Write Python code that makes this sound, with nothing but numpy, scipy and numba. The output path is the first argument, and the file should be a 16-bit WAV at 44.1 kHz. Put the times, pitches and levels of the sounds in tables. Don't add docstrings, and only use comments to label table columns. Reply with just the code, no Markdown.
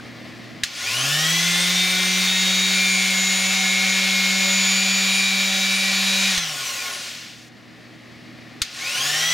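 import sys
import numpy as np
from scipy import signal
from scipy.fft import rfft, irfft
from scipy.io import wavfile
from numba import njit

SR = 44100
rng = np.random.default_rng(int(sys.argv[2]) if len(sys.argv) > 2 else 0)


def master_out(mix):
    frames = np.transpose(np.atleast_2d(mix))
    ceiling = np.clip(frames, -1, 1)
    pcm = np.round(ceiling * 32767).astype(np.int16)
    wavfile.write(sys.argv[1], SR, pcm)


def field_ratio(decibels):
    return 10 ** (np.asarray(decibels, dtype=float) / 20)


N = 411453
HZ = np.maximum(np.fft.rfftfreq(N, 1 / SR), 1)
TIME = np.arange(N) / SR
FULL_SPEED = 190
MAINS_RIPPLE_HZ, CUTOFF_HZ = 120, 15850


def rms_one(x):
    return x / np.sqrt(np.mean(x ** 2) + 1e-20)


def in_time(rows):
    s, *columns = np.transpose(rows)
    return [np.interp(TIME, s, column) for column in columns]


def at_hz(points, hz):
    point_hz, value = np.array(points).T[:2]
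    return np.interp(np.log(hz), np.log(np.maximum(point_hz, 1)), value)


def bump(hz, width_hz):
    return 1 / (1 + (2 * (HZ - hz) / width_hz) ** 2)


def drift(rate_hz):
    r = np.exp(-128 * np.pi * rate_hz / SR)
    slow = signal.lfilter([1], [1, -2 * r, r * r], rng.standard_normal(N // 64 + 2002))[2000:]
    return np.interp(np.arange(N) / 64, np.arange(len(slow)), rms_one(slow))


# pitch_hz, likeness (0 to 1)
PORT_LIKENESS = [(60, 0.17), (180, 0.17), (550, 0.63), (1650, 0.77), (4970, 0.92), (15000, 0.83)]
# pitch_hz, left_over_right_db
PORT_BALANCE = [(60, 1), (190, -3), (380, 2.5), (1000, 2), (2400, 1.7), (5000, 0.6), (15000, 1)]


def stereo_noise():
    mid, side = rfft(rng.standard_normal((2, N)))
    alike = np.sqrt(np.clip(at_hz(PORT_LIKENESS, HZ), 0, 1))
    pair = np.sqrt(1 + alike) * mid + np.sqrt(1 - alike) * side * [[1], [-1]]
    return pair * field_ratio(at_hz(PORT_BALANCE, HZ) * [[.5], [-.5]])


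def tone(phase, level_db, waver_db, hz, in_step=False):
    half = np.array([[.5], [-.5]])
    lag = .5 * rng.standard_normal() * np.sqrt(1 - np.clip(at_hz(PORT_LIKENESS, hz), 0, 1))
    sides = field_ratio(at_hz(PORT_BALANCE, hz) * half) * np.exp(1j * lag * half)
    start_phase = 0 if in_step else rng.uniform(0, 2 * np.pi)
    wave = np.exp(1j * (phase + start_phase))
    return np.sqrt(2) * field_ratio(level_db + waver_db * drift(5.7)) * (sides * wave).real


def sander():
    speed, current = motor()
    shaft = 2 * np.pi * np.cumsum(speed * (1 + 0.000304 * drift(5.38))) / SR
    roar_db, low_db, treble_db = roar_levels(speed, current)
    steady, gliding = strong_voices(speed, current, shaft)
    brush_whine = brushes(speed, current, shaft, roar_db + treble_db)
    out = roar(shaft, roar_db, low_db, treble_db) + steady
    out += weak_orders(speed, shaft, roar_db)
    out += among_walls(gliding + brush_whine)
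    out += housing_ring(speed, current, roar_db)
    out += shaking(roar_db)
    turning = speed > 4
    return out * signal.lfilter([.003], [1, -.997], turning)


# on_s, off_s, free_speed_turns_per_s (before the creep)
POWER_RUNS = [(0.6189, 6.30, 187.12), (8.607, 10, 189)]


def motor():
    spin_up_s, settle_s, settle_share = 0.3103, 0.94, 0.0533
    creep = 0.9745
    coast_s, friction_speed = 2.3, 276
    field_dies_s = 0.09
    speed, current = np.zeros(N), np.zeros(N)
    for on_s, off_s, free_speed in POWER_RUNS:
        powered = np.clip(TIME, on_s, off_s) - on_s
        rise = 1 - (1 - settle_share) * np.exp(-powered / spin_up_s) - settle_share * np.exp(-powered / settle_s)
        driven = free_speed * rise + creep * powered
        after = np.maximum(TIME - off_s, 0)
        speed += np.maximum((driven + friction_speed) * np.exp(-after / coast_s) - friction_speed, 0)
        current += (TIME > on_s) * np.exp(-after / field_dies_s)
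    return speed, current


def tone_bite(speed):
    return np.minimum(speed / 78, 1) ** 6


def below_full(speed):
    return np.clip(3 * (1 - speed / FULL_SPEED), 0, 1)


VOICES = [(1, 0), (2, 0), (12, -1), (12, 0), (12, 1), (20, 0), (24, 0), (36, 0)]
# fade_speed_turns_per_s (half amplitude), steepness, low_speed_db, coasting_db
VOICE_LAWS = [(149, 6.8, -5, -7.5), (111, 6.7, -5, -6), (156, 15, 7, -25), (148, 7, -8, -11),
              (140, 4, 0, -28), (144, 12, -7, -7), (87, 14, 8.5, -7), (148, 11, 0, 2)]
# time_s, level_db
VOICE_LEVELS = [
    [(1.2, -12.5), (1.9, -16.5), (2.7, -15), (3.7, -17), (4.6, -14.5), (5.7, -18), (6.3, -17), (8.6, -27)],
    [(1.1, -34), (2.9, -32.5), (3.3, -36.5), (6.0, -39.5), (8.6, -45)],
    [(1.5, -24), (2.0, -18), (2.6, -21), (3.1, -15.5), (4.55, -12.5), (4.8, -24), (5.1, -29), (5.6, -32),
     (6.3, -42)],
    [(1.55, -15.5), (2.1, -28), (3.0, -11.5), (3.25, -23), (3.6, -13.5), (4.5, -21), (5.3, -12.5),
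     (5.8, -15), (6.3, -21), (8.6, -16)],
    [(1.55, -37), (1.8, -15), (2.5, -23), (2.9, -9), (3.2, -26), (3.5, -16.5), (5.35, -11.5), (5.55, -19.5),
     (6.3, -13), (8.6, -28)],
    [(1.35, -14), (2.2, -14.5), (2.72, -9.5), (2.9, -22), (3.6, -17.5), (4.5, -21), (4.75, -25),
     (5.1, -15.5), (6.3, -16), (8.6, -16)],
    [(1.2, -28), (1.55, -31), (1.85, -25), (2.2, -26), (2.7, -21.5), (3.6, -40), (4.75, -16), (5.4, -24),
     (6.3, -26), (8.6, -29)],
    [(1.25, -17), (2.05, -34), (2.4, -20), (3.3, -15.5), (4.15, -22), (4.7, -12), (5.4, -20), (5.6, -23),
     (6.3, -24), (8.6, -18)],
]


def strong_voices(speed, current, shaft):
    bite, slow = tone_bite(speed), below_full(speed)
    crawling = 1 / (1 + np.exp((speed - 142) / 14))
    ripple = 2 * np.pi * MAINS_RIPPLE_HZ * TIME
    steady, glides = 0, 0
    for (multiple, ripples), law, levels in zip(VOICES, VOICE_LAWS, VOICE_LEVELS):
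        fade_speed, steep, low_speed_db, coasting_db = law
        gliding = slow * (multiple > 1)
        level_db = in_time(levels)[0] + low_speed_db * crawling + coasting_db * (1 - current)
        level_db = level_db + 3.5 * gliding * drift(54)
        waver_db = 1.5 if multiple > 1 else .6
        phase = multiple * shaft + ripples * ripple
        voice = tone(phase, level_db, waver_db, multiple * FULL_SPEED, in_step=True)
        voice = voice * bite / (1 + (fade_speed / (speed + 1)) ** steep)
        steady += np.sqrt(1 - gliding) * voice
        glides += np.sqrt(gliding) * voice
    return steady, glides


# speed_turns_per_s, roar_db, low_db (relative), treble_db (relative)
ROAR_POWERED = [(9, -60, -20, -14), (16, -22.5, -18, -14), (45, -27.5, -10, -14.5), (65, -25.5, -13, -10.5),
                (91, -23, -11, -11), (113, -18, -14, -10), (131.4, -17.5, -7, -8), (148, -14, -10, -6),
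                (176, -10.5, -12.5, -9)]
ROAR_COASTING = [(2.98, -45, -20, -7), (14, -40, -15, -10), (27, -33, -13, -13), (54, -25.5, -11.5, -8.5),
                 (90, -22, -7.5, -9.5), (123, -20, -11, -6), (145, -20, -7.5, -7), (175, -17, -12, -12.5),
                 (190, -7, -15, -9)]
# time_s, roar_db, treble_db, shaking_db
HAND_TURNS = [(1.75, -0.1, 0.5, -1), (2.1, -.5, -0.5, 2), (3.2, -0.5, 0, 0), (4.0, -0.5, -1.5, -1),
              (4.8, 0.8, -2, -4), (5.6, -1, -1, -4), (6.0, -1, -1, 1), (6.28, 0.6, -1, -1),
              (8.6, -2, -0.5, 4)]


def roar_levels(speed, current):
    laws = np.transpose(ROAR_POWERED), np.transpose(ROAR_COASTING)
    powered, coasting = (np.array([np.interp(speed, law[0], c) for c in law[1:]]) for law in laws)
    roar_db, low_db, treble_db = current * powered + (1 - current) * coasting
    held_db, held_treble_db, _ = in_time(HAND_TURNS)
    return roar_db + current * held_db, low_db, treble_db + current * held_treble_db


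# pitch_hz, level_db (per Hz)
AIR_SPECTRUM = [(150, -44), (260, -27.5), (380, -20), (509, -19.5), (565, -14), (648, -20), (757, -13),
                (884, -18.5), (1050, -15), (1950, -10), (2360, -6.5), (6530, -8.5), (10200, -18),
                (13900, -22.5), (16000, -23.5)]
# pitch_hz, width_hz, boost_db
HOUSING_MODES = [(730, 270, 2.5), (1061, 11.5, 11.5), (1455, 140, 8.5), (1752, 93, 3)]


def roar(shaft, roar_db, low_db, treble_db):
    housing_db = sum(db * bump(hz, width) for hz, width, db in HOUSING_MODES)
    colour = stereo_noise() * field_ratio(at_hz(AIR_SPECTRUM, HZ) + housing_db)
    above_low, above_mid = 1 / (1 + (1500 / HZ) ** 8), 1 / (1 + (6000 / HZ) ** 8)
    parts = 1 - above_low, above_low - above_mid, above_mid
    low, mid, top = (rms_one(irfft(colour * part, N)) for part in parts)
    throb = 1 + 0.072 * np.cos(2 * shaft) + 0.036 * np.cos(2 * np.pi * MAINS_RIPPLE_HZ * TIME)
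    flutter = field_ratio(0.37 * drift(24))
    return field_ratio(roar_db) * throb * flutter * (field_ratio(low_db) * low + mid + field_ratio(treble_db) * top)


# shaft_multiple, level_db (over the roar's treble at its pitch)
BRUSH_TONES = [(48, 7), (60, 2), (72, 4), (84, 3.5), (96, 3), (108, 3.5), (120, 0), (132, 8), (144, -3),
               (156, 3)]


def brushes(speed, current, shaft, air_treble_db):
    bite, slow = tone_bite(speed), below_full(speed)
    whine = 0
    for multiple, level_db in BRUSH_TONES:
        swell = 1 + 0.73 * np.cos(shaft + rng.uniform(0, 2 * np.pi))
        heard = multiple * speed < CUTOFF_HZ
        slow_db = 4 * (multiple > 48) - 2 * (1 - current) + 3 * drift(30)
        whine_db = level_db + air_treble_db + at_hz(AIR_SPECTRUM, multiple * speed + 1) + slow * slow_db
        overtone = tone(multiple * shaft, whine_db, 2.4, multiple * FULL_SPEED)
        whine += swell * heard * np.sqrt(bite) * overtone
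    return whine


def among_walls(x):
    after = TIME[:SR // 5]
    tail = rng.standard_normal(len(after)) * field_ratio(-60 * after / .3)
    tail *= .8 / np.sqrt(np.sum(tail ** 2))
    tail[0] = .6
    return signal.oaconvolve(x, tail[None])[:, :N]


# shaft_multiple, level_db (at full speed and full roar)
WEAK_ORDERS = [(3, -37), (4, -34), (5, -36), (6, -41.5), (8, -30), (9, -33), (10, -31), (11, -35.5),
               (13, -63), (14, -30.5), (18, -27.5), (19, -27.5), (21, -29), (22, -33), (23, -31), (32, -30),
               (35, -32), (37, -30.5), (40, -40)]


def weak_orders(speed, shaft, roar_db):
    full_roar_db = -12
    out = 0
    for multiple, level_db in WEAK_ORDERS:
        full_hz = multiple * FULL_SPEED
        glide_db = at_hz(AIR_SPECTRUM, multiple * speed + 1) - at_hz(AIR_SPECTRUM, full_hz)
        out += tone(multiple * shaft, level_db + roar_db - full_roar_db + glide_db, 3.8, full_hz)
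    return tone_bite(speed) * out


# pitch_hz, width_hz, level_db (relative to the roar, without current)
HOUSING_RINGS = [(1080, 25, -11), (1450, 30, -9)]


def housing_ring(speed, current, roar_db):
    out = 0
    for hz, width_hz, level_db in HOUSING_RINGS:
        ringing = rms_one(irfft(stereo_noise() * bump(hz, width_hz), N))
        out += field_ratio(roar_db + level_db - 4 * current + 1.5 * drift(10)) * ringing
    return below_full(speed) * tone_bite(speed) * out


def shaking(roar_db):
    band = signal.butter(2, [15, 90], "band", fs=SR, output="sos")
    shake = signal.sosfilt(band, rng.standard_normal((2, N)))
    return field_ratio(roar_db - 37.5 + in_time(HAND_TURNS)[2] + 2 * drift(4)) * rms_one(shake)


# start_s, snap_peak_db, thump_db (before its decay)
SWITCH_SNAPS = [(0.6346, -0.5, -21), (6.377, 4.5, -9), (8.6174, 0.5, -11)]
# pitch_hz, level_db (relative), t60_s
SNAP_MODES = [(1880, -4, 0.0089), (3300, 7, 0.00061), (4400, 8.5, 0.0011), (6400, -4, 0.0038),
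              (9600, -30, 0.0023)]


def switch():
    out, after = np.zeros((2, N)), TIME[:SR // 4]
    highpass = signal.butter(4, 1550, "high", fs=SR, output="sos")
    for start_s, peak_db, thump_db in SWITCH_SNAPS:
        chatter = rng.standard_normal(len(after))
        chatter *= 1 - np.exp(-after / 0.00055)
        chatter *= np.exp(-after / 0.0092) + 0.091 * np.exp(-after / 0.013)
        snap = .5 * chatter
        for hz, level_db, t60_s in SNAP_MODES:
            r, w = field_ratio(-60 / (t60_s * SR)), 2 * np.pi * hz / SR
            ring = signal.lfilter([0, np.sin(w)], [1, -2 * r * np.cos(w), r * r], chatter)
            snap = snap + field_ratio(level_db + rng.normal(0, 0.5)) * ring
        snap = signal.sosfilt(highpass, snap)
        snap = field_ratio(peak_db) * snap / np.abs(snap).max()
        thump = field_ratio(thump_db) * np.sin(2 * np.pi * 55 * after) * np.exp(-after / 0.0032)
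        walls = rng.standard_normal((2, len(after))) * np.exp(-after / 0.017) * field_ratio(-36.5)
        tail = signal.fftconvolve(snap[None], walls)[:, :len(after)]
        at = round(start_s * SR)
        out[:, at:at + len(after)] += snap + thump + tail
    return out


# pitch_hz, level_db (per Hz)
VENT_SPECTRUM = [(24, -54), (40, -22), (85, -9), (112, -9), (180, -4.5), (305, -2), (402, -9), (715, -8.5),
                 (896, -14), (1950, -11), (3140, -16), (4570, -17), (8550, -33.5), (14100, -40.5),
                 (16000, -38)]
# pitch_hz, width_hz, level_db
VENT_DRONE = [(160, 8.9, -56.5), (199, 18, -57.5), (314, 24, -57.5), (1890, 580, -57)]


def ventilation():
    white = stereo_noise()
    broad = rms_one(irfft(white * field_ratio(at_hz(VENT_SPECTRUM, HZ)), N))
    out = field_ratio(-40.5 + 0.61 * drift(13)) * broad
    for hz, width_hz, level_db in VENT_DRONE:
        out += field_ratio(level_db) * rms_one(irfft(white * bump(hz, width_hz), N))
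    return out


HUM_LEVELS = [-48, -47.5]


def mains_hum():
    out = 0
    for k, level_db in enumerate(HUM_LEVELS, 1):
        hz = k * MAINS_RIPPLE_HZ
        out += tone(2 * np.pi * hz * TIME, level_db, 0.59, hz)
    return out


def scene():
    return sander() + switch() + ventilation() + mains_hum()


@njit
def gain_control(power, knee_db, slope, attack, release):
    gain_db, now, level = np.zeros(len(power)), 0.0, 1e-4
    for b in range(len(power)):
        level += .25 * (power[b] * 10 ** (now / 10) - level)
        wanted = min(0.0, -slope * (10 * np.log10(level) - knee_db))
        now += (wanted - now) * (attack if wanted < now else release)
        gain_db[b] = now
    return gain_db


def band_limit(x):
    return signal.sosfilt(signal.butter(12, 16460, fs=SR, output="sos"), x)


# pitch_hz, width_hz, level_db
MIC_DIPS = [(914, 160, -4), (1340, 110, -3), (1532, 88, -8.5)]


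def record(dry):
    dips_db = sum(db * bump(hz, width) for hz, width, db in MIC_DIPS)
    dry = irfft(rfft(dry) * field_ratio(dips_db), N)
    blocks = N // 64
    power = (dry[:, :blocks * 64] ** 2).mean(axis=0).reshape(blocks, 64).mean(axis=1)
    gain_db = gain_control(power, knee_db=-31.0, slope=1.0, attack=0.12, release=0.001)
    gain = field_ratio(np.interp(np.arange(N) / 64, np.arange(blocks), gain_db))
    cut = signal.cheby2(16, 45, CUTOFF_HZ * 1.02, fs=SR, output="sos")
    mix = signal.sosfilt(cut, dry * gain)
    return band_limit(mix)


dry = scene()
out = record(dry)
master_out(out)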